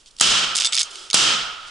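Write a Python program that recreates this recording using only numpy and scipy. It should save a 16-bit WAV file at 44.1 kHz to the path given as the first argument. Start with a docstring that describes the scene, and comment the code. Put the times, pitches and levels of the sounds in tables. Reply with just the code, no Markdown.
"""Two shots from a lever-action rifle on a brushy hillside, heard from a camera worn by the shooter.
Over faint hiss, glove and sleeve rub the stock. The hammer falls and the muzzle blasts; near brush, then
far slopes, throw the report back, and recoil jolts the camera. The lever rattles open, the spent case
flies out ringing, the action slams shut, the stock settles into the shoulder. The second shot follows.
The camera's housing colours the sound, and its limiter flattens each report into a roar."""
import sys
import numpy as np
from scipy import signal
from scipy.fft import rfft, irfft, next_fast_len
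from scipy.io import wavfile
from scipy.ndimage import map_coordinates

SR = 44100
rng = np.random.default_rng(int(sys.argv[2]) if len(sys.argv) > 2 else 0)


def file_out(sig):
    """Save sig as 16-bit WAV at sys.argv[1]."""
    # one column per channel
    cols = np.atleast_2d(sig).T
    # limit, then scale
    lim = np.clip(cols, -1, 1)
    pcm = np.round(lim * 32767).astype(np.int16)
    wavfile.write(sys.argv[1], SR, pcm)


N = 74970

# camera housing resonances (centre [Hz], width [Hz], lift [dB])
HOUSING_PEAKS = [(1332, 253, 5.5), (3090, 780, 6), (5150, 390, 4)]
# stereo likeness (frequency [Hz], left-right correlation [1])
NEAR_COHERENCE = [(60, 0.99), (220, 0.37), (810, 0.43), (3000, 0.91), (11000, 0.9)]
FAR_COHERENCE = [(60, .8), (140, 0.9), (340, 0.8), (810, 0.63), (1400, 0.48), (2500, 0.58), (4600, 0.79),
                 (11000, 0.52)]
# stereo balance (frequency [Hz], left minus right [dB])
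NEAR_PAN = [(60, 0.0), (170, -3), (480, 2), (1370, -6), (3890, -3), (11000, -1.5)]
FAR_PAN = [(60, -5), (96, 1), (150, -1.5), (250, -0.5), (400, -4.5), (640, -1.5), (1030, -3.5),
           (1660, -5.5), (2660, -1.5), (4280, -1.5), (6870, 0), (11000, 1)]

# noise spectra of the sources (frequency [Hz], relative density [dB])
AIR_SPECTRUM = [(20, 17), (60, -5), (150, 1), (600, -1), (2200, -6), (5000, -2), (8000, -3), (11000, -8.5)]
RUMBLE_SPECTRUM = [(15, 2), (45, -6), (90, -8), (300, -43), (1000, -90)]
CLOTH_SPECTRUM = [(100, -30), (500, -41), (900, -24), (2300, -10), (3300, 4), (5200, 6), (8000, 2.5),
                  (11000, -7)]
STEEL_SPECTRUM = [(100, -52), (500, -48), (750, -45), (1100, -18), (1800, -11.5), (2300, -3.5), (3100, 0.5),
                  (4800, 6.5), (6000, 1.5), (8300, 0.5), (11000, -14)]
HAMMER_SPECTRUM = [(100, -32), (700, -17), (1300, -5.5), (2200, -15.5), (4300, 4.5), (6500, -3),
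                   (9000, -1.5), (11000, -12)]
BLAST_SPECTRUM = [(30, -20), (120, -9), (500, -2.5), (1300, -3.5), (2200, -11), (4000, -7), (8000, 2),
                  (11000, -8)]
SCATTER_SPECTRUM = [(30, -37), (75, -15.5), (140, -5.5), (300, -8.5), (700, -10), (1300, -5), (2000, -7),
                    (3000, 1), (5000, 0.5), (8000, -1.5), (11000, -15)]
ECHO_SPECTRUM = [(40, -18), (200, -25), (380, -12.5), (650, -5), (1000, -4), (1300, 0), (1900, -6),
                 (3200, -1), (5000, -6.5), (8000, -15), (11000, -26)]
SING_SPECTRUM = [(900, -43), (1190, -15), (1295, 0.5), (1350, -4.5), (1410, -2), (1520, -11), (1900, -49)]
SHOULDER_SPECTRUM = [(60, -22), (220, -19), (370, 4), (500, -6), (800, -24), (2000, -42)]

# glove and sleeve on the stock (time [s], length [s], level [dB])
CLOTH_RUBS = [(-0.02, .05, -55), (0.055, 0.044, -47.5), (0.106, 0.012, -49), (0.1647, 0.0052, -41),
              (0.172, 0.035, -49), (0.542, 0.18, -30), (0.713, 0.17, -33), (0.852, 0.16, -45),
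              (0.904, 0.019, -40.5), (0.916, 0.2, -41), (1.664, 0.036, -42.5)]
# lever, bolt and trigger contacts (time [s], relative level [dB], t60 [s], treble tilt [dB/octave])
STEEL_CONTACTS = [(0.0598, -45.5, .02, -2), (0.5519, -17.5, 0.0072, 4), (0.5568, -11, .014, 11.5),
                  (0.5662, -13, .014, 9), (0.5702, -17, .014, 4), (0.5755, -19, .014, 14),
                  (0.5787, -17.5, 0.022, 2), (0.5854, -15.5, 0.016, 1), (0.6000, -15.5, .018, 5),
                  (0.6076, -14.5, 0.015, -0.5), (0.6120, -21, 0.017, -1), (0.6197, -16.5, 0.026, -1),
                  (0.629, -22, .016, 0), (0.637, -21.5, .025, -2), (0.6466, -12.5, 0.017, -2),
                  (0.6528, -15.5, 0.02, 3.5), (0.6558, -18, .012, 0), (0.6617, -11, 0.014, 11),
                  (0.667, -16, 0.017, 3), (0.6708, -16, 0.0092, -1), (0.7230, -20.5, .016, 5),
                  (0.7252, -24, .014, -9), (0.7313, -15.5, 0.017, 0), (0.7368, -21, 0.012, -1),
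                  (0.7414, -22, 0.0091, 10), (0.7453, -16, 0.019, 1), (0.7523, -13, .012, 10),
                  (0.7594, -26, 0.021, -3), (0.7660, -16.5, .012, 0), (0.775, -14, 0.021, -3),
                  (0.7824, -16, 0.031, -2.5), (0.7925, -17, 0.023, 2), (0.7966, -17, 0.031, 4),
                  (0.8046, -17.5, 0.025, 3), (0.8104, -17.5, 0.025, -4.5), (0.816, -15.5, .009, 4.5),
                  (0.8307, -17, .016, 9.5), (0.9562, -30, 0.011, -2), (1.1013, -21.5, 0.0061, 1.5),
                  (1.1096, -22.5, .013, 1)]
# ring of the receiver (frequency [Hz], relative level [dB], t60 [s])
RECEIVER_MODES = [(2230, -19.5, 0.043), (3598, -12.5, 0.051), (4607, -14, .03), (5350, -14, 0.044),
                  (6430, -14.5, 0.052), (6850, -26, 0.028)]
# hammer and firing pin (time [s], level [dB], t60 [s])
HAMMER_CONTACTS = [(0.1863, -34, 0.02), (0.1983, -18, 0.019), (0.2068, -16.5, 0.022), (1.1309, -15, 0.021),
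                   (1.1391, -16, 0.016)]
# shots (time [s], blast [dB], near scatter [dB], far echo [dB], scatter t60 scale [1], sing offset [dB])
SHOT_EVENTS = [(0.2103, 0, -1.5, -26, 1.03, -2), (1.1428, -3.5, -1, -28.5, 0.92, 1)]
# decay in the near brush (frequency [Hz], base t60 [s])
SCATTER_DECAY = [(100, 0.66), (300, 0.7), (700, 0.83), (1300, 0.89), (3000, 0.77), (6000, 0.61),
                 (10000, 0.45)]
# recoil at the camera (time [s], level [dB])
RECOIL_JOLTS = [(0.275, -31), (0.375, -51), (0.46, -48), (1.225, -41), (1.41, -48.5)]
# ring of the spent case (frequency [Hz], level [dB], t60 [s])
CASE_MODES = [(3570, -20, 0.068), (7930, -18, 0.13)]
# stock on the shoulder (time [s], length [s], level [dB])
SHOULDER_RUB = (0.823, 0.33, -55.5)


def amp(db):
    """Decibels to gain."""
    return 10 ** (np.asarray(db) / 20)


def unit(x):
    """Scale to rms 1."""
    return x / np.sqrt(np.mean(x ** 2) + 1e-20)


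def along(points, hz):
    """Interpolate (frequency [Hz], value) points on a log axis."""
    knots_hz, values = np.transpose(points)
    return np.interp(np.log(hz + 1), np.log(knots_hz + 1), values)


def since(start_s):
    """Seconds since start_s per sample, zero before it."""
    return np.maximum(np.arange(N) / SR - start_s, 0)


def wobble(rate_hz):
    """Smooth random curve through Gaussian knots."""
    knots = rng.standard_normal(int(N * rate_hz / SR) + 4)
    return map_coordinates(knots, [np.arange(N) * rate_hz / SR])


def filtered(x, response):
    """Zero-phase filter of gain response(hz)."""
    size = next_fast_len(N + 8192)
    return irfft(rfft(x, size) * response(np.fft.rfftfreq(size, 1 / SR)), size)[..., :N]


def noise(spectrum, coherence=NEAR_COHERENCE, pan=NEAR_PAN):
    """Stereo noise of rms 1, coloured by the housing."""
    def mid_side_gain(hz):
        housing_db = sum(db / (1 + (2 * (hz - centre_hz) / width_hz) ** 2)
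                         for centre_hz, width_hz, db in HOUSING_PEAKS)
        angle_rad = np.arccos(np.clip(along(coherence, hz), -1, 1)) / 2
        return amp(along(spectrum, hz) + housing_db) * [np.cos(angle_rad), np.sin(angle_rad)]

    mid, side = filtered(rng.standard_normal((2, N)), mid_side_gain)
    stereo = np.array([mid + side, mid - side])
    return unit(filtered(stereo, lambda hz: amp(np.outer([.5, -.5], along(pan, hz)))))


def arch(start_s, length_s):
    """Half-sine envelope."""
    return np.sin(np.pi * np.minimum(since(start_s) / length_s, 1))


def strike(start_s, t60_s, rise_s=0.00057, hold_s=0.0013):
    """Impact envelope: rise, hold, decay."""
    t = since(start_s)
    return np.minimum(t / rise_s, 1) * amp(-60 * np.clip((t - hold_s) / t60_s, 0, 3))


def ring(modes, start_s, size=8000):
    """Damped modes; level varies per strike, phase per strike and channel."""
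    t, first = np.arange(size) / SR, round(start_s * SR)
    out = np.zeros((2, N + size))
    for hz, db, t60_s in modes:
        phase_rad = rng.uniform(0, 2 * np.pi) + rng.normal(0, 0.32, (2, 1))
        envelope = amp(db + rng.normal(0, 3) - 60 * t / t60_s)
        out[:, first:first + size] += envelope * np.sin(2 * np.pi * hz * t + phase_rad)
    return out[:, :N]


def air(hiss_db=-55.5, rumble_db=-64):
    """Faint hillside hiss; wavering low rumble on the camera."""
    rumble = amp(rumble_db + 3.6 * wobble(12.4)) * noise(RUMBLE_SPECTRUM)
    return amp(hiss_db) * noise(AIR_SPECTRUM, FAR_COHERENCE) + rumble


def cloth(grain_db=1, grain_hz=560):
    """Glove and sleeve rub the stock: grainy friction noise."""
    envelope = sum(amp(db) * arch(start_s, length_s) for start_s, length_s, db in CLOTH_RUBS)
    grain = unit(amp(grain_db * wobble(grain_hz)))
    return envelope * grain * noise(CLOTH_SPECTRUM)


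def action(gain_db=1.5, tilt_from_hz=2000):
    """Each steel contact cracks and rings the receiver."""
    steel, out = noise(STEEL_SPECTRUM), np.zeros((2, N))
    for start_s, db, t60_s, db_per_octave in STEEL_CONTACTS:
        tilted = filtered(steel, lambda hz: amp(db_per_octave * np.log2(np.maximum(hz, tilt_from_hz))))
        crack = strike(start_s, t60_s) * unit(tilted)
        out += amp(db) * (crack + ring(RECEIVER_MODES, start_s))
    return amp(gain_db) * out


def hammer():
    """The sear lets go and the hammer hits the pin just before each blast."""
    envelope = sum(amp(db) * strike(start_s, t60_s) for start_s, db, t60_s in HAMMER_CONTACTS)
    return envelope * noise(HAMMER_SPECTRUM)


def muzzle_blast(start_s, level_db, t60_s=0.033):
    """Short broadband burst from the muzzle."""
    return amp(level_db) * strike(start_s, t60_s) * noise(BLAST_SPECTRUM)


def brush_scatter(start_s, level_db, t60_scale, rise_s=0.0042):
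    """Dense reflections from the near brush; treble dies first."""
    hz, frames_s, bins = signal.stft(noise(SCATTER_SPECTRUM, FAR_COHERENCE, FAR_PAN), SR, nperseg=256)
    t60_s = t60_scale * along(SCATTER_DECAY, hz)[:, None]
    fade = amp(-60 * np.maximum(frames_s - start_s, 0) / t60_s)
    scatter = signal.istft(bins * fade, SR, nperseg=256)[1][:, :N]
    rise = 1 - np.exp(-since(start_s) / rise_s)
    return amp(level_db + 0.84 * wobble(70)) * rise * scatter


def slope_echo(start_s, level_db, sing_offset_db,
               rise_s=0.087, t60_s=2.58, sing_base_db=-26.5, sing_t60_s=1.87):
    """Long echo from the far slopes, singing in a narrow band near 1.3 kHz."""
    t = since(start_s)
    rise = 1 - np.exp(-t / rise_s)
    echo_decay = amp(level_db - 60 * t / t60_s + 1.7 * wobble(29.9))
    echo = echo_decay * noise(ECHO_SPECTRUM, FAR_COHERENCE, FAR_PAN)
    sing_decay = amp(sing_base_db + sing_offset_db - 60 * t / sing_t60_s)
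    singing = sing_decay * noise(SING_SPECTRUM, FAR_COHERENCE, FAR_PAN)
    return rise * (echo + singing)


def recoil(pitch_hz=38, length_s=0.049):
    """Recoil jolts the camera: short low pulses."""
    return sum(amp(db) * arch(start_s, length_s) * np.sin(2 * np.pi * pitch_hz * since(start_s))
               for start_s, db in RECOIL_JOLTS)


def spent_case(start_s=0.671, tumble_hz=45, depth=0.36):
    """Ejected brass rings, its level swinging as it tumbles."""
    tumble = 1 + depth * np.cos(2 * np.pi * tumble_hz * since(start_s))
    return ring(CASE_MODES, start_s) * tumble


def shoulder():
    """The stock settles into the shoulder with a dull rub."""
    start_s, length_s, db = SHOULDER_RUB
    return amp(db) * arch(start_s, length_s) * noise(SHOULDER_SPECTRUM)


def scene():
    """Sum of all sources at the camera."""
    out = air() + cloth() + action() + hammer()
    for start_s, blast_db, scatter_db, echo_db, t60_scale, sing_offset_db in SHOT_EVENTS:
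        out += muzzle_blast(start_s, blast_db)
        out += brush_scatter(start_s, scatter_db, t60_scale)
        out += slope_echo(start_s, echo_db, sing_offset_db)
    return out + recoil() + spent_case() + shoulder()


def record(dry):
    """Lagging limiter with steady release, soft clip of the overshoot, steep low-pass."""
    threshold_db, sense_s, lag_s, release_db_per_s = -15, 0.0046, 0.0019, 348
    clip_ceiling, cutoff_hz = 0.82, 11000
    t = since(0)
    pole = np.exp(-1 / (sense_s * SR))
    power = signal.lfilter([1 - pole], [1, -pole], np.mean(dry ** 2, axis=0))
    sensed_db = 10 * np.log10(power + 1e-12)
    release_db = release_db_per_s * t
    held_db = np.maximum.accumulate(sensed_db + release_db) - release_db  # falling peak hold
    overshoot = amp(np.interp(since(lag_s), t, held_db) - threshold_db)
    limited = dry / (1 + overshoot ** 4) ** .25
    clipped = limited / (1 + (limited / clip_ceiling) ** 4) ** .25
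    return filtered(clipped, lambda hz: 1 / np.sqrt(1 + (hz / cutoff_hz) ** 220))


dry = scene()
out = record(dry)
file_out(out)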